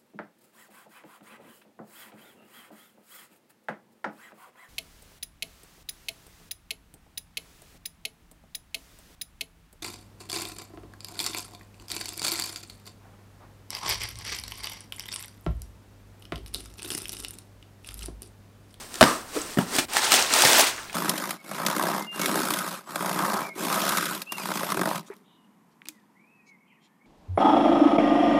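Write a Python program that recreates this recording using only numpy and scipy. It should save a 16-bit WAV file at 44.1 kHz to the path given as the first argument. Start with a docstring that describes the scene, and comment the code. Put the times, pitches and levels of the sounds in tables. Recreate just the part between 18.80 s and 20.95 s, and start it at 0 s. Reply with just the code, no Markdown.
"""Crumpled packing paper is pulled from a cardboard box in a small bedroom. Buckling makes its sound:
countless tiny facets merge into a dense rustle, and a few larger creases give way with sharp snaps.
Before that the box is opened: a flap slaps back and rattles, sliding hands raise friction noise,
and bumps excite the damped modes of the box. The level dips briefly just before the pull."""
import sys
import numpy as np
from scipy import signal
from scipy.fft import rfft, irfft, next_fast_len
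from scipy.io import wavfile
from scipy.ndimage import uniform_filter1d

SR = 44100
rng = np.random.default_rng(int(sys.argv[2]) if len(sys.argv) > 2 else 0)


def unload_audio(sound):
    """Save the sound as a 16-bit wav file, at the path given as the first command line argument."""
    columns = np.transpose(np.atleast_2d(sound))
    # keep every value between -1 and 1, then stretch to whole-number steps
    steps = np.round(np.clip(columns, -1, 1) * 32767)
    wavfile.write(sys.argv[1], SR, steps.astype(np.int16))


N = 94815

# Reverberation time of the bedroom: frequency_hz, t60_s
ROOM_DECAY = [(100, 0.22), (300, 0.41), (1200, 0.51), (4000, 0.25), (14000, 0.2)]
# Background noise spectrum: frequency_hz, level_db
BACKGROUND_SPECTRUM = [(20, -5), (55, -1), (300, -4.5), (1000, -24), (3000, -28), (16000, -21)]
# Box panels ringing on: start_s, pitch_hz, level_db, t60_s
PANEL_RINGS = [(.262, 1211, -22, .26), (.262, 1136, -31, .42), (.562, 301, -26, .23),
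               (1.796, 685, -14, .07)]
# Envelope of hands and flaps sliding on card: time_s, level_db
SLIDE_ENVELOPE = [(0, -41.5), (.09, -51), (.16, -41), (.2, -40.5), (.25, -30.5), (.295, -30.5),
                  (.35, -36.5), (.45, -51), (.52, -44.5), (.565, -34.5), (.64, -41), (.74, -41),
                  (.765, -45.5), (.81, -36), (.855, -46), (.92, -36), (.955, -27), (.995, -32.5),
                  (1.054, -40.5)]
# Friction spectrum of card: frequency_hz, level_db
CARD_SPECTRUM = [(100, -15), (280, 6.5), (500, 1.5), (1400, 1), (2500, -3.5), (5500, -2.5), (7000, -5.5),
                 (8800, -1), (10500, -11), (14000, -12), (16000, -21)]
# An edge rubbing the card: peak_s, level_db, centre_hz, t60_s
EDGE_RUBS = [(.28, -27.5, 1150, 0.32), (0.568, -27.5, 480, 0.1), (0.811, -29, 920, 0.086),
             (1.8, -16, 663, 0.026), (1.99, -45.5, 1380, .4)]
# Contact noise spectrum: frequency_hz, level_db
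CONTACT_SPECTRUM = [(30, -21), (120, -5.5), (400, 1), (1400, -4), (2500, -12), (4500, -23), (16000, -24.5)]
# Bumps on the box: start_s, level_db, pitch_ratio, relative_contact_db
BOX_BUMPS = [(0.2259, -3, 1.28, -30), (0.2401, -14.5, 1.06, -9), (0.7724, -11.5, 1.34, -9.5),
             (0.7855, -7, 0.958, -5), (0.985, -15.5, 1.42, -11), (1.649, -23.5, 0.74, 12.5)]
# Box modes, scaled by each bump: nominal_hz, level_db, t60_s
BOX_MODES = [(197, 0, 0.05), (243.7, -10.5, 0.12), (405, -10.5, 0.052), (1380, -8.5, 0.019)]
# Impacts of the flap: start_s, level_db
FLAP_IMPACTS = [(0.2102, -1), (0.2156, -4.5), (0.2269, -1), (0.2377, -6)]
# Flap modes: nominal_hz, level_db, t60_s
FLAP_MODES = [(350, -9, .04), (490, -6, .022), (632, 3.5, .04), (887, -13, .05)]
# Spectrum of a flap impact: frequency_hz, level_db
CRACK_SPECTRUM = [(40, -15), (200, 1.5), (600, 8.5), (1400, 6), (2500, -3.5), (5000, -4), (6800, -10),
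                  (8800, -9), (11000, -15.5), (16000, -21)]
# Facets of card or paper flipping over: start_s, level_db, centre_hz, t60_s
FACET_POPS = [(.563, -34, 1240, 0.13), (0.616, -26, 7200, 0.027), (1.4247, -11, 5940, 0.0099),
              (1.98, -30.5, 1560, 0.06), (2.097, -30, 2150, 0.035)]
# Single creases snapping: start_s, level_db, centre_hz, t60_s
CREASE_SNAPS = [(0.142, -24.5, 7200, 0.011), (.156, -24.5, 7060, 0.011), (0.9646, -15, 9200, 0.0064),
                (0.9848, -14, 2600, 0.081), (1.134, -20, 9700, 0.021), (1.168, -10.5, 1710, 0.013),
                (1.32, -5, 5700, 0.01), (1.34, -9.5, 6150, 0.016), (1.391, -16, 1530, 0.046),
                (1.537, -10, 8100, 0.024), (1.6208, -9, 5640, 0.021), (1.65, -12, 2030, 0.047),
                (1.732, -7.5, 5760, 0.007), (1.794, -14, 3580, 0.058), (1.806, -15, 11800, 0.071),
                (1.868, -21, 4930, 0.16), (2.129, -32, 5000, 0.026)]
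# Envelope of the pull on the paper: time_s, level_db
PULL_ENVELOPE = [(1.084, -45), (1.128, -33), (1.15, -27), (1.18, -22), (1.21, -30.5), (1.24, -23.5),
                 (1.295, -28), (1.33, -16), (1.4, -22.5), (1.485, -30.5), (1.55, -20), (1.67, -18),
                 (1.75, -18.5), (1.8, -16.5), (1.835, -22), (1.94, -38), (2.08, -45.5), (2.133, -47),
                 (2.15, -28.5)]
# Rustle spectrum of the paper: frequency_hz, level_db
PAPER_SPECTRUM = [(40, -42), (81, -27), (190, -12), (272, -5), (500, -6.5), (673, -1.5), (2150, -4.5),
                  (6120, -7), (7370, -9), (8600, -6), (10500, -13), (15500, -17)]

DIP_START_S, DIP_END_S, DIP_DB = 1.054, 1.084, -11


def amp(db):
    """Decibels to amplitude ratio."""
    return 10 ** (np.asarray(db) / 20)


def unit_rms(x):
    """Normalisation to rms 1."""
    return x / np.sqrt(np.mean(x ** 2) + 1e-20)


def at_frequency(points, hz):
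    """Interpolation on a logarithmic frequency axis."""
    frequencies, values = np.transpose(points)
    return np.interp(np.log(hz + 1), np.log(frequencies + 1), values)


def since(start_s):
    """Seconds from start_s to each sample."""
    return np.arange(N) / SR - start_s


def envelope(points):
    """Gain interpolated in decibels over time."""
    return amp(np.interp(since(0), *np.transpose(points)))


def decay(start_s, t60_s, attack_s):
    """Exponential damping after a quick rise."""
    t = np.maximum(since(start_s), 0)
    return amp(-60 * t / t60_s) * (1 - np.exp(-t / attack_s))


def filtered(x, response):
    """Linear filtering: the spectrum times a frequency response."""
    size = next_fast_len(N + SR // 2)
    return irfft(rfft(x, size) * response(np.fft.rfftfreq(size, 1 / SR)), size)[:N]


def radiated(x, cutoff_hz):
    """Radiation efficiency: small surfaces emit little bass."""
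    return signal.sosfilt(signal.butter(2, cutoff_hz, "highpass", fs=SR, output="sos"), x)


def noise(spectrum, centre_hz=None, q=1, order=1):
    """Spectrally shaped noise of rms 1, optionally through a resonance."""
    def response(hz):
        colour = amp(at_frequency(spectrum, hz))
        if centre_hz is None:
            return colour
        damping = 1j * hz * centre_hz / q
        return colour * (damping / (centre_hz ** 2 - hz ** 2 + damping)) ** order
    return unit_rms(filtered(rng.standard_normal(N), response))


def ring(modes, start_s, attack_s, pitch_ratio=1):
    """Modal superposition: a struck body sounds as a sum of damped sinusoids."""
    phase = 2 * np.pi * pitch_ratio * since(start_s)
    return sum(amp(db) * np.sin(hz * phase) * decay(start_s, t60, attack_s) for hz, db, t60 in modes)


def crackle(spectrum, per_s=2000, spread_db=3, decay_cycles=2.5, pool=12000):
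    """Random superposition: tiny damped pulses of uneven size and pitch merge into a crackle."""
    count = min(int(per_s * N / SR), pool)
    onsets = (rng.random((pool, 3))[:count, :1] * N).astype(int)
    octaves = 1.222 * rng.standard_normal(pool)[:count, None]
    size_db = spread_db * np.minimum(rng.exponential(size=pool)[:count, None], 4.5)
    hz = np.clip(5010 * 2 ** octaves, 300, 15000)
    age = np.arange(SR // 200)
    cycles = hz * age / SR
    pulses = amp(size_db) * np.sqrt(hz) * np.exp(-cycles / decay_cycles) * np.sin(2 * np.pi * cycles)
    bins = rfft(np.bincount((onsets + age).ravel(), pulses.ravel(), N)[:N])
    # whitened, so that the sheet alone sets the colour
    power = np.abs(uniform_filter1d(np.abs(bins) ** 2, size=1500))
    white = bins / np.sqrt(power + 1e-9)
    colour = amp(at_frequency(spectrum, np.fft.rfftfreq(N, 1 / SR)))
    return unit_rms(irfft(white * colour, N))


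def background(level_db=-50.5):
    """Stationary noise: a faint rumble and hiss."""
    return amp(level_db) * noise(BACKGROUND_SPECTRUM)


def room(x, build_s=0.0019):
    """Reverberation: convolution with a diffuse tail that lasts longest in the midrange."""
    hz, t, bins = signal.stft(rng.standard_normal(SR // 2), SR, nperseg=256)
    absorption = amp(-60 * t / at_frequency(ROOM_DECAY, hz)[:, None])
    tail = signal.istft(bins * absorption, SR, nperseg=256)[1]
    tail *= 1 - np.exp(-np.arange(len(tail)) / SR / build_s)
    return signal.fftconvolve(x, tail / np.linalg.norm(tail))[:N]


def panels():
    """Free vibration: box panels ring on faintly after a push."""
    return sum(ring([mode], start_s, attack_s=0.0017) for start_s, *mode in PANEL_RINGS)


def sliding(hiss_db=0.5, grain_db=-3):
    """Sliding friction: the card hisses and crackles, and the sound ends abruptly where the level dips."""
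    friction = amp(hiss_db) * noise(CARD_SPECTRUM) + amp(grain_db) * crackle(CARD_SPECTRUM)
    return envelope(SLIDE_ENVELOPE) * (since(DIP_START_S) < 0) * friction


def rubs(rise_s=0.013):
    """Forced vibration: a rubbing edge drives one broad resonance of the card."""
    out = np.zeros(N)
    for peak_s, db, hz, t60 in EDGE_RUBS:
        t = since(peak_s)
        swell = np.exp(np.minimum(t, 0) / rise_s) * amp(-60 * np.maximum(t, 0) / t60)
        out += amp(db) * swell * noise(CONTACT_SPECTRUM, hz, q=2.6, order=2)
    return out


def bumps(contact_t60_s=0.029, attack_s=0.00084):
    """Impact excitation: soft knocks ring the hollow box, each with a burst of contact noise."""
    out = np.zeros(N)
    for start_s, db, pitch_ratio, contact_db in BOX_BUMPS:
        contact = amp(contact_db) * noise(CONTACT_SPECTRUM) * decay(start_s, contact_t60_s, attack_s)
        out += amp(db) * (ring(BOX_MODES, start_s, attack_s, pitch_ratio) + contact)
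    return out


def flap(crack_room_db=-11, hollow_room_db=-18):
    """Repeated impact: the flap rattles in broadband cracks, and the first excites its modes."""
    cracks = sum(amp(db) * noise(CRACK_SPECTRUM) * decay(start_s, t60_s=0.02, attack_s=0.00019)
                 for start_s, db in FLAP_IMPACTS)
    hollow = ring(FLAP_MODES, FLAP_IMPACTS[0][0], attack_s=0.0036, pitch_ratio=0.99)
    return cracks + hollow + room(amp(crack_room_db) * cracks + amp(hollow_room_db) * hollow)


def pops(attack_s=0.00027):
    """Snap-through: small facets flip over with a soft, pitched tick."""
    return sum(amp(db) * noise(PAPER_SPECTRUM, hz, q=2.2, order=2) * decay(start_s, t60, attack_s)
               for start_s, db, hz, t60 in FACET_POPS)


def snaps(click_db=10, click_decay_cycles=0.66, q_per_hz=0.000067):
    """Release of elastic energy: a crease gives way with a click, then the sheet shivers."""
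    out = np.zeros(N)
    for start_s, db, hz, t60 in CREASE_SNAPS:
        cycles = hz * np.maximum(since(start_s), 0)
        click = np.sin(2 * np.pi * cycles) * np.exp(-cycles / click_decay_cycles)
        shiver = noise(PAPER_SPECTRUM, hz, q=q_per_hz * hz) * decay(start_s, t60, attack_s=0.0004)
        out += amp(db) * (amp(click_db) * click + shiver)
    return out


def paper(sheet_db=-2, crisp_db=-3, crisp_hz=9700, reference_pull_db=-21):
    """Buckling and friction: the rustle follows the pull, and sharp crackles grow as its square."""
    def treble(hz):
        return 1 / (1 + (crisp_hz / (hz + 1)) ** 8)
    pull = envelope(PULL_ENVELOPE) * (since(DIP_END_S) > 0)
    sheet = amp(sheet_db) * (crackle(PAPER_SPECTRUM) + noise(PAPER_SPECTRUM))
    soft = filtered(sheet, lambda hz: 1 - treble(hz) / 2)
    crisp = filtered(crackle(PAPER_SPECTRUM, per_s=1300, spread_db=2.8), treble)
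    crisp_gain = amp(crisp_db) * pull / amp(reference_pull_db)
    return pull * (soft + crisp_gain * crisp)


def scene(knock_room_db=-10, rustle_room_db=-12):
    """Superposition: box, paper and reverberation dip briefly together over a steady background."""
    knocks = radiated(bumps(), cutoff_hz=106)
    rustle = sliding() + rubs() + paper() + pops() + radiated(snaps(), cutoff_hz=537)
    sound = flap() + panels() + knocks + rustle
    sound += amp(knock_room_db) * room(knocks) + amp(rustle_room_db) * room(rustle)
    dip = np.where((since(DIP_START_S) > 0) & (since(DIP_END_S) < 0), amp(DIP_DB), 1)
    return (sound * dip + background())[None]


def record(dry):
    """Clipping and band limiting: peaks flatten at full scale, and the highest treble is removed."""
    clipped = np.clip(dry[0], -1, 1)
    return filtered(clipped, lambda hz: hz < 15800)[None]


dry = scene()
out = record(dry)
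unload_audio(out)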